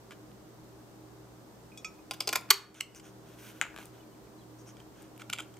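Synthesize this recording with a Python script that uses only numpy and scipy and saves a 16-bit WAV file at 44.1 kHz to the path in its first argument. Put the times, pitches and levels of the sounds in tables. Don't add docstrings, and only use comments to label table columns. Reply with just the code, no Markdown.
import sys
import numpy as np
from scipy import signal
from scipy.fft import rfft, irfft, next_fast_len
from scipy.io import wavfile
from scipy.ndimage import uniform_filter1d

SR = 44100
rng = np.random.default_rng(int(sys.argv[2]) if len(sys.argv) > 2 else 0)


def to_wav(sig):
    pcm = np.clip(np.atleast_2d(sig), -1, 1) * 32767
    pcm = np.round(pcm).astype(np.int16)
    wavfile.write(sys.argv[1], SR, pcm.T)


def natural_amplitude(level_db):
    exponent = np.asarray(level_db, float) / 20
    return 10 ** exponent


N = 246607

# (frequency [Hz], density [dB per Hz])
AIR_SPECTRUM = [(20, -21.5), (34, -27), (55, -6), (90, -15), (130, -12), (280, -9), (470, -10), (1030, -16),
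                (2460, -29), (5800, -29), (8500, -31), (10500, -37.5), (13000, -32), (16000, -36)]
# (frequency [Hz], correlation [-1..1])
AIR_LIKENESS = [(60, 0.27), (180, 0.88), (550, 0.54), (1650, 0.047), (4970, 0.021), (15000, 0.061)]
# (frequency [Hz], waver width [Hz], level [dB rms], steady against wavering part [ratio])
HUM_LINES = [(63.3, 8, -78, 3.7), (119.2, 3.8, -60, 3.2), (159, 12, -68, .2), (196.8, 35, -64, 0.1965),
             (313, 17, -59, 0.66), (389.9, 21, -64, .2), (12620, 50, -108.5, 0.11)]
# (time [s], length [s], start frequency [Hz], end frequency [Hz], level [dB])
BIRD_CHIRPS = [(3.994, 0.022, 3020, 2940, -64), (4.006, 0.017, 3470, 3410, -68),
               (4.022, 0.023, 2740, 2150, -68), (4.115, .026, 3050, 2950, -71),
               (4.141, 0.018, 2790, 1950, -68), (4.229, .02, 4030, 3910, -71.5),
               (4.242, 0.015, 3140, 2970, -69.5), (4.26, 0.024, 2820, 1950, -68),
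               (4.38, 0.031, 4090, 3920, -65.5), (4.406, 0.027, 3500, 3050, -63.5)]
# (frequency [Hz], t60 [s])
ROOM_DECAY = [(300, 0.55), (1500, 0.42), (5000, 0.28), (12000, 0.23)]
# (frequency [Hz], level [dB])
WALL_TONE = [(300, -3), (1200, -1), (2500, -2), (5000, -1), (9000, -1), (14000, -4.5)]
# (frequency [Hz], left minus right [dB])
PORT_TILT = [(300, -0.5), (1000, -1), (2200, -4.5), (4500, -1.5), (8000, 4.5), (13000, 2.5)]
# (frequency [Hz], left lead [rad])
PORT_LEAD = [(500, 0.0993), (2000, 0.33), (4500, 0.93), (8000, 0.35), (13000, 1)]

# (time [s], length [s], level [dB], bright part [dB re level], airy part [dB re level])
SCUFFS = [
    (.104, 0.043, -53.5, -18, -17),
    (2.131, 0.02, -49, -4, 3),
    (2.944, 0.059, -57, 5, -3),
    (5.408, 0.04, -56, -15, -16),
]
SLIDES = [(2.733, 0.085, -54, -5, -16), (3.01, 0.11, -61, -3, -9.5), (3.22, 0.18, -65.5, -11, -3),
          (3.36, 0.11, -61, -8, 2.5), (3.42, .125, -57, -14, 1), (3.51, 0.12, -62.5, -15, -3),
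          (3.74, 0.18, -67, -12, 5), (3.765, 0.08, -59, -20, -16), (3.9, .13, -66, -14, -14),
          (4.57, 0.067, -73, 8, -14), (4.65, 0.077, -63.5, 4.5, -17), (4.76, 0.079, -69.5, -7.5, -10),
          (4.92, 0.18, -63.5, -13, -14.5), (5.19, 0.044, -53, -13, -11)]
# (frequency [Hz], width [Hz], level [dB])
RUB_LOW = [(1509, 500, 3.5), (3000, 1100, -5), (2340, 2500, 5.5), (4900, 5000, -7)]
RUB_BRIGHT = [(5920, 1650, 13), (6500, 1000, -5), (8550, 1400, 3.5)]
RUB_AIRY = [(10400, 29000, 7), (12400, 2700, -1), (14800, 2800, -16)]

# (time [s], peak [dB], slope away from the main ping [dB per octave], seat modes near 3.5 kHz
# [dB])
SPRING_SLIPS = [
    (1.718, -51, -18, -6),
    (1.774, -36.5, 5.5, 8.5),
    (1.8456, -26, -2, -5),
    (1.9387, -57, 8, -3),
    (1.745, -59, -20, -8),
    (1.989, -57, -15, -6),
]
# (frequency [Hz], level [dB], t60 [s])
SPRING_MODES = [(1284, -8.5, 0.15), (2310, -4, 0.075), (2490, 2, 0.098), (4600, -7, 0.053), (5330, -4, 0.046),
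                (5510, -10, 0.14), (6060, -7, 0.11), (6630, -15, .12), (6960, -17, 0.21), (7650, -6.5, 0.059),
                (8700, -18, 0.091), (9600, -14, 0.035), (11840, -17, .02), (14200, -14, .015),
                (3400, -5.5, .085), (3770, -19.5, 0.14), (5050, -10, .07), (6380, -16, .15)]

# (time [s], peak at the die [dB], chatter [ms], shell [dB re die], lever [dB re die])
HANDLING = [
    (.108, -51.5, 2.5, 9, 9),
    (.118, -61, 4.5, 10, 9),
    (2.7437, -47.5, 2, -1, -12),
    (2.7483, -52.5, 3.9, -9, 8.5),
    (2.9478, -46, 1.8, -20, -1),
    (2.9965, -47.5, 7, -6, 0),
    (3.0534, -56, 2, -4, 2),
    (4.6885, -55, 3.5, 2, 1),
    (4.7675, -53.5, 3.3, -1.5, 6),
    (4.8, -57, 4.5, -14, 10.5),
]
RELOAD = [(5.1628, -68, 1.8, 11.5, 11.5), (5.1958, -59, 3.8, 12, 14), (5.2175, -57, 4.2, 18, 17),
          (5.2965, -57, 1.9, 18, 10), (5.2988, -44.5, 2.2, 12.5, 12), (5.3281, -44, 2, -11, 19),
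          (5.3305, -39, 2, -6, 14), (5.334, -36, 2.2, 7.5, 4.7), (5.3425, -53, 2.8, 7, 9.3),
          (5.3514, -63, 4, 1, 20), (5.3617, -57, 2.5, 11, 16), (5.3774, -59, 2.7, 9, 23),
          (5.3857, -48.5, 2, 4, 22), (5.3904, -51, 2.2, 22, 15), (5.3955, -51, 4.2, 15, 16),
          (5.4005, -50, 1.8, 12, 17), (5.4035, -47, 3.6, 9, 17), (5.4208, -56, 2.2, -4, 6.7),
          (5.5394, -61, 5, 0, 9.2), (5.5665, -59.5, 5.4, -2, 7.7)]
RELEASE = [
    (2.804, -43, 4.4, 8, 4),
    (2.8066, -32, 4.2, -7, 16),
    (2.8086, -25, 2.6, -21, 5.9),
    (2.836, -61, 3, -8, 6),
]
DESK_HITS = [
    (3.6137, -31, 0.48, 20.2, 9),
    (3.6178, -49, .4, 18, 6),
    (3.6211, -47, .4, 21, 8),
    (3.6240, -51, 0.87, 23, 14),
    (3.6262, -50, 1.4, 20, 8),
    (3.6378, -57, .6, 27, 4.8),
    (3.649, -68, .6, 34, 4),
    (3.653, -71, 0.88, 36, 5),
    (3.6665, -66, .6, 29, 4),
]
STUTTER = [(3.7627, -46, 0.56, 13, 8), (3.7768, -52, 0.7, 17, 8.5), (3.7866, -50, 0.85, 17, 3.6),
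           (3.8028, -68, .8, 18, 8), (3.7425, -65, 2, 21, 4), (3.5, -66, 1.5, 18, 11),
           (3.826, -64, 4, 16, 12), (3.794, -64, 2, 20, 10), (0.12, -64, 4, 14, 4), (.12, -65, 5, 16, 4),
           (3.771, -68, 2, 20, 6), (3.8345, -68, 1.5, 17, 10)]
BITES = [(2.110, -26, 1.46, -5, 2.5), (2.112, -32, 3.4, -2, 3), (2.1155, -37, 5, -2, 3),
         (2.1395, -48, 5, 0, 10), (2.2032, -31, 4.4, -14, -5.5), (2.2052, -17.5, 2.2, -19, -12),
         (2.2078, -26.5, 2.7, -14, 5), (2.214, -37.5, 3, -9, 0.5), (2.221, -41, 5.9, -4, 0),
         (2.2735, -22.5, 2.5, -6, -6), (2.2757, -21, 1.5, -10, -8), (2.2775, -18.5, 2.3, -12, -9.5),
         (2.281, -37, 4.4, 7, 1), (2.2903, -21, 1.8, -8, -5), (2.293, -30, 3.2, 1, 3)]
TEARS = [(2.3276, -25.5, 1.8, -5.5, 0.5), (2.330, -27, 1.4, 0, 4.5), (2.3325, -28, 2.3, 5, 4),
         (2.336, -40, 6, 7, 2.5), (2.352, -40.5, 2.4, 5, 2), (2.3552, -27, 3.7, 6.5, 2),
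         (2.357, -20.5, 2.8, -8, 4), (2.3592, -29, 1.3, -0.5, -12.5), (2.3615, -24, 2.2, 1.5, -5.5),
         (2.365, -39.5, 6.8, 7, -1), (2.371, -42, 4.8, 6.5, 8)]
SNAP = [(2.4895, -58, 4, 10, 0), (2.500, -52, 3.5, 12, -1), (2.5041, -4, 2.2, -22, -16),
        (2.5056, -3.5, 1.6, -20, -14), (2.5078, -11, 2.5, -8, -2), (2.5172, -34, 1.3, 12, 1.5),
        (2.525, -30, 3, -3, 2), (2.515, -28, 1.5, 10, -1), (2.520, -33, 4.3, -0.5, -0.5),
        (2.537, -27.5, 5.6, -5.5, -4), (2.553, -43.5, 2, -5, 4.5), (2.542, -36, 1.5, 4, 6),
        (2.531, -36, 4, 2, 6)]
SLAM = [
    (2.5074, -12.5, 2.1, -6.5, 2),
    (2.5092, -22, 1.33, 17, 10),
    (2.5107, -16, 2.5, 2.5, 0),
    (2.5125, -19, 0.88, 15, 9.5),
]
# (time [s], peak at the
# die [dB], lever [dB re die], edge [dB re die])
TICKS = [(.195, -64, -5, 4), (.316, -62, 12, 3.7), (2.171, -58, 8, 6), (2.2908, -27, 9, 3),
         (2.411, -46.5, -3, 9.6), (3.8548, -66, -6, 20), (3.8563, -58, -7.5, 24.7), (1.637, -58, -10, 6),
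         (5.022, -54.5, -6, 13), (5.028, -57, -4, 12), (5.178, -51.5, 6, 12), (5.3005, -38.5, 16.5, 3),
         (5.327, -48, -7, 12), (5.3332, -29.5, 13, 2.7), (5.407, -45, 2, 6), (1.846, -45, 2, 2),
         (2.3278, -36, -6, 8)]

# (low [Hz], high [Hz], level [dB])
ZONES = [(3920, 6200, 7), (694, 2550, 7.5), (2047, 4160, 8), (6280, 13000, -3.5)]
# (frequency [Hz], level [dB], t60 [s])
LOOSE = [(976, -10, 0.026), (1438, 6.5, 0.022), (1930, -16, 0.011), (2380, 4, 0.012), (2780, 3, 0.014),
         (3130, -8, 0.065), (3140, 13, 0.013), (3310, 10, 0.014), (4930, 0, 0.0088), (5600, -6, .004),
         (6326, 5, 0.0094), (7340, 11.5, 0.0076), (8250, 3, 0.005)]
SPRUNG = [(1100, 11, 0.061), (1330, -3, 0.019), (2150, -19, 0.012), (2560, 13, 0.014), (3150, 0, .18),
          (3050, 32, 0.0096), (2730, 9, 0.0046), (4200, 0, 0.0037), (6050, 0, 0.0046), (7110, 3, 0.0049),
          (7870, -2, 0.0073), (12500, -12, .003)]
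THIN_PAPER = [(1390, 0, 0.0034), (3050, 0, 0.0051), (5595, 0, 0.0018), (9800, -11, 0.0012),
              (13600, 2, 0.00104)]
ON_DESK = [(814, -4, 0.0034), (1310, -11, 0.011), (1550, 20.5, 0.0064), (2150, 12.5, 0.0034),
           (3030, 9, 0.0076), (4800, -2, 0.0034), (5440, 0, .005), (6000, 8, 0.0089), (6830, 9, 0.0058),
           (8900, -4, 0.0049), (11500, -9, .002)]
DRAGGED = [(860, -6, .008), (1240, 2, .012), (1660, 4, .011), (2400, -4, 0.0069), (3000, -8, .005),
           (4175, -1, 0.0055), (5540, 5, .006), (7130, 1, .006), (9910, 1, .004), (11400, -3, .004)]
SQUEEZED = [(437, -6, 0.027), (840, 0.5, 0.029), (1058, -5.5, 0.0546), (1438, -2, 0.0227),
            (2420, -6.5, 0.006), (2908, 4, 0.00516), (3500, 7, 0.0064), (4970, 2.5, 0.01105),
            (4900, 4, 0.011), (4960, -19, 0.07), (4790, -23, .06), (7400, 5, 0.0019), (9200, -1.5, 0.0017),
            (12400, -5, .002)]
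TEARING = [(821, -16.5, 0.021), (1073, 2, 0.065), (1445, 5, 0.022), (1950, -2, .008), (2410, 1, .014),
           (2554, 3, 0.018), (2936, -2.5, 0.015), (3600, -9.5, .008), (5100, 2, 0.012), (4900, -5.5, .01),
           (6880, 1.5, .006), (7650, 6, 0.003), (9600, 2.5, 0.0026), (11500, 2, 0.0043)]
BOTTOMED = [(1150, -4, .02), (1480, -2, 0.012), (2030, 4.5, 0.008), (2437, 0, .007), (3170, -1, 0.01),
            (4557, 12, .008), (4700, -28, .15), (5300, -8, .006), (6590, -3, 0.006), (7705, 2, 0.003),
            (9190, 1, 0.0026), (11780, -2, 0.004), (12740, -2, 0.0045)]
STOPPED = [(1160, -2.5, 0.027), (1480, -3, .01), (2030, 5, .007), (2437, -2.5, .006), (3170, -2, .008),
           (4400, 0, .004), (5240, 0, .005), (6520, 7, .006), (7120, -2, .008), (8330, 2, .004),
           (9190, 3, .003), (11800, 2, .004), (12400, 3, 0.0043)]
# (frequency [Hz], level [dB], t60 [s])
HOLLOW_MODES = [(394, 0, .22), (420, -2, 0.12), (770, -4, .03)]


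def evened(x):
    return x / np.sqrt(np.mean(x ** 2) + 1e-20)


def read(points, hz):
    f, value = np.transpose(points)
    return np.interp(np.log(hz + 1), np.log(f + 1), value)


def add(mix, s, sound):
    part = mix[round(s * SR):][:len(sound)]
    part += sound[:len(part)]


def highpass(x, hz, order=4):
    return signal.sosfilt(signal.butter(order, hz, "high", fs=SR, output="sos"), x)


def resonate(x, hz, width):
    r = np.exp(-np.pi * width / SR)
    return 2 * signal.lfilter([1 - r], [1, -r * np.exp(2j * np.pi * hz / SR)], x).real


def ring(modes, extra_db):
    hz, db, t60 = np.transpose(modes)[:, :, None]
    length = min(6000, max(600, round(1.3 * t60.max() * SR)))
    t = np.arange(length) / SR
    level_db = db + extra_db[:len(modes), None] - 60 * t / t60
    return (natural_amplitude(level_db) * np.sin(2 * np.pi * hz * t)).sum(0)


def air():
    hz = np.fft.rfftfreq(N, 1 / SR)
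    left, other = rfft(rng.standard_normal((2, N)))
    same = np.clip(read(AIR_LIKENESS, hz), -1, 1)
    right = same * left + np.sqrt(1 - same ** 2) * other
    wash = irfft(np.array([left, right]) * natural_amplitude(read(AIR_SPECTRUM, hz)), N)
    out = natural_amplitude(-51.5 - 4.0) * evened(wash)
    t = np.arange(N) / SR
    shared, apart = rng.standard_normal((2, N))
    drive = [shared + 0.285 * apart, shared - 0.53 * apart]
    for f, width, db, steady in HUM_LINES:
        waver = evened(resonate(resonate(drive, f, width), f, width))
        out = out + natural_amplitude(db) * evened(steady * np.sin(2 * np.pi * f * t) + waver)
    return out


def bird():
    out = np.zeros(N)
    for s, length, from_hz, to_hz, db in BIRD_CHIRPS:
        hz = np.linspace(from_hz, to_hz, round(length * SR))
        whistle = np.sin(2 * np.pi * np.cumsum(hz) / SR)
        add(out, s, natural_amplitude(db) * whistle * np.hanning(len(hz)) ** .5)
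    return out


def room(x):
    taps = np.zeros((2, SR // 2))
    grid = np.arange(200, SR // 2 - 20, 20)
    at = grid + rng.integers(0, 20, (2, len(grid)))
    np.put_along_axis(taps, at, rng.choice([-1., 1.], at.shape), 1)
    taps[1] = .75 * taps[0] + .66 * taps[1]
    hz, t, z = signal.stft(taps, SR, nperseg=256)
    walls = natural_amplitude(-60 * t / read(ROOM_DECAY, hz)[:, None])
    shelves = natural_amplitude(4 - 60 * t / 0.082)
    shaped = z * natural_amplitude(read(WALL_TONE, hz))[:, None] * (walls + shelves)
    tail = signal.istft(shaped, SR, nperseg=256)[1]
    return signal.fftconvolve(x[None], tail / np.linalg.norm(tail[0]), axes=1)[:, :N]


def ports(x, pan_db):
    size = next_fast_len(N)
    hz = np.fft.rfftfreq(size, 1 / SR)
    half = natural_amplitude((read(PORT_TILT, hz) + pan_db) / 2) * np.exp(.5j * read(PORT_LEAD, hz))
    return irfft(rfft(x, size) * np.array([half, 1 / half]), size)[:, :N]


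def rubs():
    out = np.zeros(N)
    roughness_db = 10.0 * uniform_filter1d(rng.exponential(1, N), 30)
    grain = rng.standard_normal(N) * natural_amplitude(roughness_db)
    bands = []
    for modes in (RUB_LOW, RUB_BRIGHT, RUB_AIRY):
        band = sum(natural_amplitude(db) * resonate(resonate(grain, hz, w), hz, w) / np.sqrt(w) for hz, w, db in modes)
        bands.append(evened(band))
    for rows, top_at, fade_db in (SCUFFS, 0.21, -9.5), (SLIDES, 0.5, -4):
        for s, length, db, bright_db, airy_db in rows:
            u = np.linspace(0, 1, round(length * SR))
            low, bright, airy = (b[round(s * SR):][:len(u)] for b in bands)
            swell_db = np.interp(u, [0, top_at, 1], [fade_db, 0, fade_db])
            stroke = natural_amplitude(db + swell_db) * signal.windows.tukey(len(u), .7)
            add(out, s, stroke * (low + natural_amplitude(bright_db) * bright + natural_amplitude(airy_db) * airy))
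    return out


def spring():
    out, modes = np.zeros(N), SPRING_MODES
    hz = np.array(modes)[:, 0]
    octaves, seat = np.log2(hz / 2450), abs(hz - 3550) < 300
    for s, db, bright_db, seat_db in SPRING_SLIPS:
        slope_db = np.where(octaves > 0, bright_db, abs(bright_db))
        ping = ring(modes, slope_db * octaves + seat_db * seat)
        ping *= np.minimum(np.arange(len(ping)) / (0.00098 * SR), 1)
        add(out, s, natural_amplitude(db) * ping / abs(ping).max())
    return out


def clicks(rows, body, uneven_db, noisy_db, top_hz):
    out, bins = np.zeros(N), np.fft.rfftfreq(1024, 1 / SR)
    signs = rng.standard_normal((32, 600))
    sizes = rng.exponential(1, (32, 600))
    lucks = rng.standard_normal((32, 15))
    zones, bands = [], []
    for lo_hz, hi_hz, _ in ZONES:
        zones.append([m for m in body if lo_hz <= max(m[0], 700) < hi_hz])
        bands.append(signal.butter(2, [lo_hz, min(hi_hz, top_hz)], "band", fs=SR, output="sos"))
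    for (s, db, ms, *zones_db), sign, size, luck in zip(rows, signs, sizes, lucks):
        u = np.arange(600) / (SR * max(ms, .1) / 1000)
        envelope = np.minimum(8 * u + 0.27, 1) * np.exp(-u ** 2.9)
        chatter = sign * natural_amplitude(uneven_db * np.minimum(size, 4)) * envelope
        power = abs(rfft(chatter, 1024)) ** 2
        for modes, band, (*_, crack_db), zone_db in zip(zones, bands, ZONES, (0, *zones_db)):
            hz, _, t60 = np.transpose(modes)[:, :, None]
            reach = 1 / (1 + ((bins - hz) / (1.1 / t60 + 40)) ** 2)
            fed_db = 10 * np.log10(reach @ power / reach.sum(1))
            crack = signal.sosfilt(band, chatter)
            zone = signal.fftconvolve(chatter, ring(modes, 1.5 * luck[:len(modes)] - fed_db))
            zone /= abs(zone).max()
            zone[:600] += natural_amplitude(crack_db + noisy_db) * crack / abs(crack).max()
            add(out, s, natural_amplitude(db + zone_db) * zone / abs(zone).max())
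    return out


def edged(rows, edge_db):
    return [(*row, edge_db) for row in rows]


def paper_ticks():
    chatter_ms, shell_db = 0.37, -20.5
    rows = [(s, db, chatter_ms, shell_db, *zones_db) for s, db, *zones_db in TICKS]
    return clicks(rows, THIN_PAPER, uneven_db=6.5, noisy_db=4.0, top_hz=15900)


def handling():
    rows = edged(HANDLING, edge_db=0.5) + edged(RELOAD, edge_db=9.0)
    return highpass(clicks(rows, LOOSE, uneven_db=4.5, noisy_db=-23.5, top_hz=8300), 900, order=2)


def spring_back():
    return highpass(clicks(edged(RELEASE, edge_db=7.0), SPRUNG, uneven_db=5.5, noisy_db=-9.0, top_hz=11410), 1000)


def set_down():
    desk = clicks(edged(DESK_HITS, edge_db=8.0), ON_DESK, uneven_db=1.5, noisy_db=-10.0, top_hz=14000)
    return highpass(desk - 0.26 * resonate(desk, 3900, 1530), 620)


def drag():
    return clicks(edged(STUTTER, edge_db=3.0), DRAGGED, uneven_db=3.5, noisy_db=-15.0, top_hz=14000)


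def bite():
    out = clicks(edged(BITES, edge_db=-6.0), SQUEEZED, uneven_db=1.5, noisy_db=-10.0, top_hz=15000)
    return out - .9 * resonate(out, 1874, 550)


def tear():
    return clicks(edged(TEARS, edge_db=1.5), TEARING, uneven_db=-0.5, noisy_db=-7.0, top_hz=15000)


def snap():
    out = clicks(edged(SNAP, edge_db=-3.5), BOTTOMED, uneven_db=-3.5, noisy_db=-12.5, top_hz=14220)
    return highpass(natural_amplitude(3) * out, 980)


def hollow():
    out = np.zeros(N)
    add(out, 2.506, natural_amplitude(-30) * ring(HOLLOW_MODES, np.zeros(len(HOLLOW_MODES))))
    return out


def stop_slam():
    out = clicks(edged(SLAM, edge_db=10.0), STOPPED, uneven_db=-1.5, noisy_db=-12.0, top_hz=14200)
    return highpass(natural_amplitude(3) * out, 1020)


def scene():
    background, far = air(), bird()
    hands = rubs() + spring() + paper_ticks() + handling() + spring_back()
    desk, dragged = set_down(), drag()
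    press = bite() + tear() + snap() + hollow()
    slam = stop_slam()
    near = ports(press, pan_db=0.9) + ports(hands, pan_db=1.0) + ports(desk, pan_db=7.0) + far
    near += ports(slam, pan_db=0.6) + ports(dragged, pan_db=5.0)
    desk_sent = desk - 0.4 * resonate(desk, 1100, 600)
    near += room(natural_amplitude(-12.5) * press + natural_amplitude(-13.5) * hands + natural_amplitude(-9.5) * (desk_sent + far))
    near += room(natural_amplitude(-16.5) * slam + natural_amplitude(-9) * dragged)
    return highpass(near, 340) + background


def roll_off(x):
    return signal.sosfilt(signal.butter(12, 16650, fs=SR, output="sos"), x)


def record(dry):
    power_db = 10 * np.log10(abs(uniform_filter1d((dry ** 2).mean(0), 150)) + 1e-12)
    fall_db = np.arange(N) * 13.5 / SR
    held_db = np.maximum.accumulate(power_db + fall_db) - fall_db
    over_db = np.maximum(held_db + 11.0, 0)
    ducked = dry / natural_amplitude(.9 * uniform_filter1d(over_db, 150))
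    kneed = .8 * np.tanh(ducked / .8)
    mix = signal.sosfilt(signal.cheby2(8, 30, 16100, fs=SR, output="sos"), kneed)
    return roll_off(mix)


dry = scene()
out = record(dry)
to_wav(out)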